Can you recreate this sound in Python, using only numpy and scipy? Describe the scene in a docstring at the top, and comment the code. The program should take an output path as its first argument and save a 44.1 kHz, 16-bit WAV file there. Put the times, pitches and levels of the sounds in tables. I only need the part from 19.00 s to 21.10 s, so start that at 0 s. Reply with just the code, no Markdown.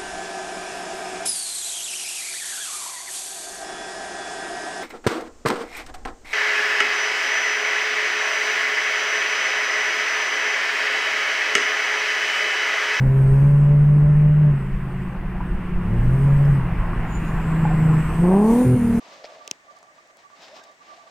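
"""A steel digging knife works through grass and dry leaves at the edge of a hole, close up.
One dull knock in the soil with a gritty scrape, then two sharp clacks of the damped steel, the second
with a thud under it, then light ticks of stems and crumbs. Grass rustles and swishes over the moving
blade, and handling friction adds a hollow rubbing tone and brief squeaks.
A thin ring flutters on the right, over a bed of quiet outdoor air."""
import sys
import numpy as np
from scipy import signal
from scipy.fft import rfft, irfft
from scipy.io import wavfile
from scipy.ndimage import map_coordinates

SR = 44100
rng = np.random.default_rng(int(sys.argv[2]) if len(sys.argv) > 2 else 0)


def master_out(mix):
    """Clip the mix to full scale and print it as 16-bit PCM to the path in sys.argv[1]."""
    frames = np.transpose(np.atleast_2d(mix))
    ceiling = np.clip(frames, -1, 1)
    pcm = np.round(ceiling * 32767).astype(np.int16)
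    wavfile.write(sys.argv[1], SR, pcm)


N = 92610
T = np.arange(N) / SR
FREQS = np.fft.rfftfreq(N, 1 / SR) + 1e-3

# EQ of the air bed, mid and side: f/Hz, gain/dB
AIR_MID_EQ = [(25, -5.5), (70, -4.5), (150, 2.5), (300, 4), (800, 4), (1400, 2.5), (1800, 8), (2500, -6),
              (4000, -20.5), (6000, -3), (7800, -5.5), (10000, -20.5), (13000, -25), (15000, -20)]
AIR_SIDE_EQ = [(25, -14), (150, -7.5), (700, 2.5), (1600, 4.5), (2150, 13.5), (2900, -6), (7500, -8),
               (10000, -26.5), (15000, -27)]
# swells of the thin ring: centre t/s, length/s, level before trim/dB
THIN_RING_SWELLS = [(0.027, 0.074, -47.5), (0.13, 0.08, -47.5), (0.207, 0.051, -50), (0.29, 0.043, -46.5),
                    (0.338, 0.048, -48.5), (0.42, 0.032, -40.5), (.475, .05, -45), (0.701, 0.037, -41.5),
                    (0.771, 0.022, -44), (0.839, 0.02, -49), (0.891, 0.039, -48), (0.99, 0.018, -45.5),
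                    (1.1, .05, -50), (1.256, 0.034, -43.5), (1.336, 0.038, -44), (1.41, 0.085, -54),
                    (1.584, 0.061, -44.5), (1.697, 0.089, -47.5), (1.82, 0.026, -43.5), (1.915, 0.075, -40),
                    (2.014, 0.044, -44.5), (2.078, 0.024, -44)]
# envelope of the hollow rub: t/s, level/dB
RUB_ENVELOPE = [(0, -60), (.15, -53.5), (.33, -49), (.48, -54.5), (.54, -65), (.6, -82), (.67, -55),
                (.86, -58.5), (1.02, -66), (1.19, -59.5), (1.29, -70), (1.42, -55), (1.53, -53),
                (1.59, -53), (1.7, -53.5), (1.76, -68.5), (1.84, -84), (1.88, -56.5), (1.935, -59),
                (1.96, -58), (2.1, -53.5)]
# handling squeaks: centre t/s, length/s, level/dB, f/Hz, glide/(octaves per s)
SQUEAK_CUES = [(1.528, .05, -50.5, 598.6, 7), (1.566, 0.019, -59, 1024, 19), (1.621, 0.021, -53, 1570, 1.5),
               (1.931, 0.011, -47.5, 687, -2), (1.982, 0.0094, -46.5, 704, -1.5)]
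# envelope of the grass rustle: t/s, level/dB
RUSTLE_ENVELOPE = [(0, -53), (.09, -50.5), (.13, -48), (.19, -51.5), (.28, -50.5), (.44, -54), (.54, -58),
                   (.63, -64.5), (.68, -61.5), (.78, -58), (.88, -67), (1.0, -60), (1.15, -66), (1.21, -55),
                   (1.275, -66), (1.36, -56), (1.41, -51), (1.5, -53.5), (1.565, -47), (1.61, -54.5),
                   (1.69, -56.5), (1.77, -62), (1.83, -56.5), (1.94, -51), (2.02, -58.5), (2.1, -55)]
# EQ of the rustle, mid and side: f/Hz, gain/dB
RUSTLE_MID_EQ = [(40, -30), (90, -14), (170, -4), (280, 5), (420, 3), (800, 10), (1300, 2.5), (1800, 3),
                 (2600, 1.5), (5000, -2), (6800, -8), (8500, -17.5), (10500, -29.5), (13200, -37),
                 (14800, -20.5), (16000, -50)]
RUSTLE_SIDE_EQ = [(40, -60), (200, -16), (800, -13), (1500, -17), (2150, 1), (2900, -5), (5000, -7.5),
                  (7000, -11.5), (10000, -82), (15000, -50)]
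# swishes of grass along the blade: centre t/s, length/s, level/dB
SWISH_CUES = [(0.133, 0.03, -54.5), (1.442, 0.049, -49.5), (1.563, 0.03, -51), (1.637, 0.0052, -56)]
# EQ of a swish: f/Hz, gain/dB
SWISH_EQ = [(500, -18), (1500, -4), (2600, -1), (5500, 0.5), (7500, -17), (10500, -34), (13000, -39),
            (14600, -17), (16000, -30)]
# envelope of the blade dragging along the ground: t/s, level/dB
SCRAPE_ENVELOPE = [(1.33, -79), (1.43, -50), (1.58, -54), (1.68, -57.5), (1.77, -73)]
# resonances of the dragged blade: f/Hz, width/Hz, relative level/dB
SCRAPE_RESONANCES = [(1807, 240, -13.5), (3744, 220, -12), (5250, 240, -12)]
# stems and crumbs snapping: t/s, level before EQ/dB, pan left/dB, relative tail level/dB, tail t60/s
TICK_CUES = [(.7683, -37, 6, -11, .007), (.788, -33.5, .5, -11, .007), (.8296, -33, 0, -11, .007),
             (.9555, -41, 0, -11, .007), (1.074, -39, 0, -11, .007), (1.1708, -27, 3, -11, .007),
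             (1.421, -34, 1, -11, .007), (1.637, -38, .5, -7, .03), (1.64, -33, .5, -9, .012),
             (1.715, -41, 7, -9, .012)]
# EQ of a tick: f/Hz, gain/dB
TICK_EQ = [(150, -33), (600, -14), (2000, -7), (3000, -10), (4200, 0), (7000, 1), (9000, -7), (11000, -19),
           (16000, -16)]
# grit hitting the blade: t/s, level/dB, pitch/ratio to the grit's modes
GRIT_CUES = [(.2393, -42, 1.05), (.2422, -34, .96), (.2443, -36.5, .86), (0.2504, -32.5, 1),
             (.2553, -33.5, 1.08)]
# modes of the grit: f/Hz, relative level/dB, t60/s
GRIT_RESONANCES = [(2250, -6, 0.0074), (3350, -6, 0.0052), (4400, -4, 0.0032), (4980, -3, 0.0079)]
# dull blows into the soil, and the dull body under some clacks and ticks: t/s, level/dB, f/Hz, t60/s, attack/s
THUD_CUES = [(0.0825, -39, 211, 0.012, 0.00065), (.2441, -12.5, 625, 0.011, 0.0023),
             (0.4779, -38.5, 415, 0.023, .0006), (0.5123, -25, 860, 0.0062, 0.00052),
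             (0.5127, -23.5, 320, 0.012, 0.00056), (.8292, -33.5, 1120, 0.004, 0.00021),
             (1.171, -34, 620, 0.0092, .001), (1.302, -30, 1040, 0.004, 0.00045),
             (1.389, -44, 178, 0.033, .004)]
# the edge skidding just before each clack: t/s, level before EQ/dB, t60/s
SKID_CUES = [(.4771, -26, .002), (.5112, -24, .009)]
# EQ of a skid: f/Hz, gain/dB
SKID_EQ = [(1500, -25), (3000, -4), (5000, -9), (7000, 2), (8800, -2), (10500, -12), (12200, -6),
           (15500, -5)]
# hard hits on the knife: t/s, level/dB, tilt/(dB per octave), pan left/dB, decay/ratio to the modes' t60
CLACK_CUES = [(.4773, -10.5, -5, 2, .66), (.51145, -16.5, 1, 7, .7), (.5127, -.2, 1, 0, 1.05)]
# modes of the struck knife: f/Hz, relative level/dB, t60/s, pan left/dB
KNIFE_MODES = [(2750, -25, .0083, 4.5), (3110, -22.3, .0032, -21), (3960, -25, .005, -2),
               (5490, -20.7, .007, 2), (5930, -13.7, .0048, 0), (6420, -18.6, .0031, 15),
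               (8160, -29.6, .003, 16), (12390, -33.6, .0011, 7)]


def undb(db):
    """Decibels to gain."""
    return 10 ** (np.asarray(db) / 20)


def unit(x):
    """Scale to rms 1."""
    return x / np.sqrt(np.mean(x ** 2))


def envelope(rows):
    """Gain over time through t/s, level/dB points."""
    return undb(np.interp(T, *np.array(rows).T))


def swell(centre, length, db):
    """Bell-shaped fade in and out, peaking at db."""
    return undb(db) * np.exp(-(2 * (T - centre) / length) ** 2)


def fade(start, t60):
    """Exponential decay from a start time."""
    return (T >= start) * undb(-60 * np.maximum(T - start, 0) / t60)


def eq(x, rows):
    """Filter through f/Hz, gain/dB points."""
    hz, db = np.array(rows).T
    return irfft(rfft(x) * undb(np.interp(np.log(FREQS), np.log(hz), db)), N)


def cut(x, hz, kind, order):
    """High-pass or low-pass."""
    return signal.sosfilt(signal.butter(order, hz, kind, fs=SR, output="sos"), x)


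def resonate(x, hz, width_hz):
    """A steep resonance: one band-pass applied twice."""
    return irfft(rfft(x) / (1 + 1j * hz / width_hz * (FREQS / hz - hz / FREQS)) ** 2, N)


def noise():
    """White noise."""
    return rng.standard_normal(N)


def wobble(rate_hz):
    """Smooth random modulation at rms 1, rolling off above rate_hz."""
    return unit(irfft(rfft(noise()) * np.exp(-(FREQS / rate_hz) ** 2), N))


def ring(start, hz, t60):
    """One struck mode."""
    start = np.round(start * SR) / SR
    return fade(start, t60) * np.sin(2 * np.pi * hz * (T - start))


def pan(x, left_db):
    """Place a sound by its left minus right level."""
    return x * undb(np.array([[left_db], [-left_db]]) / 2)


def widen(mid, side):
    """Mid and side to left and right, at rms 1."""
    return unit(np.array([mid + side, mid - side]))


def air(level_db=-58):
    """A steady, wide bed of quiet outdoor air."""
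    return undb(level_db) * widen(eq(noise(), AIR_MID_EQ), eq(noise(), AIR_SIDE_EQ))


def thin_ring(hz=1165.5, wander_hz=14.2, trim_db=-1.5, bed_db=-62, left_db=-9.5):
    """A narrow, unsteady ring swells and sinks on the right, faint and phase-flipped on the left."""
    swells = undb(trim_db) * sum(swell(*cue) for cue in THIN_RING_SWELLS)
    pitch = hz + wander_hz * wobble(61)
    tone = unit(np.sin(2 * np.pi * np.cumsum(pitch) / SR))
    bed = undb(bed_db) * unit(resonate(noise(), hz, width_hz=113))
    return (swells * tone + bed) * np.array([[-undb(left_db)], [1]])


def rub(pitch_wander=.04):
    """Handling friction sounds through one hollow resonance that shifts with the grip."""
    drift = np.cumsum(pitch_wander * wobble(7.95))
    hollow = resonate(noise(), hz=645, width_hz=190)
    shifting = map_coordinates(hollow, [np.arange(N) + drift], mode="mirror")  # varispeed
    return unit(shifting) * envelope(RUB_ENVELOPE)


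def squeaks(waver_depth=.0256):
    """Friction catches for a moment and gives a wavering note that glides up or down."""
    out = np.zeros(N)
    waver = 1 + waver_depth * wobble(150)
    for centre, length, db, hz, glide in SQUEAK_CUES:
        pitch = hz * waver * 2 ** (glide * np.clip(T - centre, -length, length))
        out += swell(centre, length, db) * unit(np.sin(2 * np.pi * np.cumsum(pitch) / SR))
    return out


def grass_friction(grains_per_s=2200, grain_share=.35):
    """The raw texture of sliding grass: hiss mixed with dense tiny grains."""
    hiss = noise()
    grains = unit(noise() * (rng.random(N) < grains_per_s / SR))
    return np.sqrt(1 - grain_share) * hiss + np.sqrt(grain_share) * grains


def rustle(crossover_hz=1900, flicker_db=1.5):
    """Grass slides over the knife; the level flickers and the treble sits a little to the left."""
    grass = widen(eq(grass_friction(), RUSTLE_MID_EQ), eq(grass_friction(), RUSTLE_SIDE_EQ))
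    treble = irfft(rfft(grass) * FREQS ** 2 / (FREQS ** 2 + crossover_hz ** 2), N)
    flicker = undb(flicker_db * wobble(33))
    return (grass - treble + pan(treble, left_db=1.5)) * envelope(RUSTLE_ENVELOPE) * flicker


def swishes(side_db=-9.5):
    """Short, bright swishes as grass sweeps along the steel, a little to the left."""
    swells = sum(swell(*cue) for cue in SWISH_CUES)
    hiss = widen(eq(noise(), SWISH_EQ), undb(side_db) * eq(noise(), SWISH_EQ))
    return pan(hiss * swells, left_db=4.5)


def scrape():
    """Grass and grit faintly ring the blade as it is drawn along."""
    blade = sum(undb(db) * unit(resonate(noise(), hz, width)) for hz, width, db in SCRAPE_RESONANCES)
    return blade * envelope(SCRAPE_ENVELOPE)


def ticks():
    """Stems and crumbs give way: each a tiny crack with a short crumbling tail."""
    out = np.zeros((2, N))
    for start, db, pan_db, tail_db, t60 in TICK_CUES:
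        crack = undb(tail_db) * noise() * fade(start, t60)
        crack[int(start * SR)] += 1
        out += pan(undb(db) * eq(crack, TICK_EQ), pan_db)
    return out


def grit():
    """Grit scrapes the blade around the dull knock: a quick run of blunt hits, each at its own pitch."""
    hits = sum(undb(db + mode_db) * ring(start, hz * pitch, t60)
               for start, db, pitch in GRIT_CUES for hz, mode_db, t60 in GRIT_RESONANCES)
    return cut(hits, hz=6460, kind="low", order=6)


def thuds():
    """Soft blows into the soil, and the dull body under some clacks and ticks: a few heavily damped cycles
    each, with no deep bass."""
    blows = np.zeros(N)
    for start, db, hz, t60, attack in THUD_CUES:
        fade_in = 1 - np.exp(-np.maximum(T - start, 0) / attack)
        blows += undb(db) * ring(start, hz, t60) * fade_in
    return cut(blows, hz=127, kind="high", order=4)


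def skids():
    """The edge slips for an instant before each clack: a bright scratch on the left."""
    bursts = sum(undb(db) * fade(start, t60) for start, db, t60 in SKID_CUES)
    return pan(bursts * eq(noise(), SKID_EQ), left_db=10)


def clacks(tilt_pivot_hz=5500, tail_db=-21):
    """Hard hits ring the heavily damped steel; the ground scatters a faint tail."""
    steel = np.zeros((2, N))
    for start, db, tilt, pan_db, decay in CLACK_CUES:
        for hz, mode_db, t60, mode_pan_db in KNIFE_MODES:
            gain = undb(db + mode_db + tilt * np.log2(hz / tilt_pivot_hz))
            steel += pan(gain * ring(start, hz, t60 * decay), pan_db + mode_pan_db)
    steel = cut(steel, hz=2420, kind="high", order=8)
    steel = cut(steel, hz=8600, kind="low", order=3)
    scatter = unit(np.array([noise(), noise()]) * fade(0, t60=.012)) / np.sqrt(N)
    tail = irfft(rfft(steel) * rfft(scatter), N)
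    return steel + undb(tail_db) * tail


def scene():
    """The full mix in the open air, with no room reverb."""
    hits = clacks() + skids() + thuds() + grit() + ticks()
    textures = rustle() + swishes() + rub() + thin_ring() + air() + scrape() + squeaks()
    return hits + textures


def record(dry, top_hz=16300):
    """A steep high cut on the master."""
    return signal.sosfilt(signal.ellip(8, .2, 70, top_hz, fs=SR, output="sos"), dry)


dry = scene()
out = record(dry)
master_out(out)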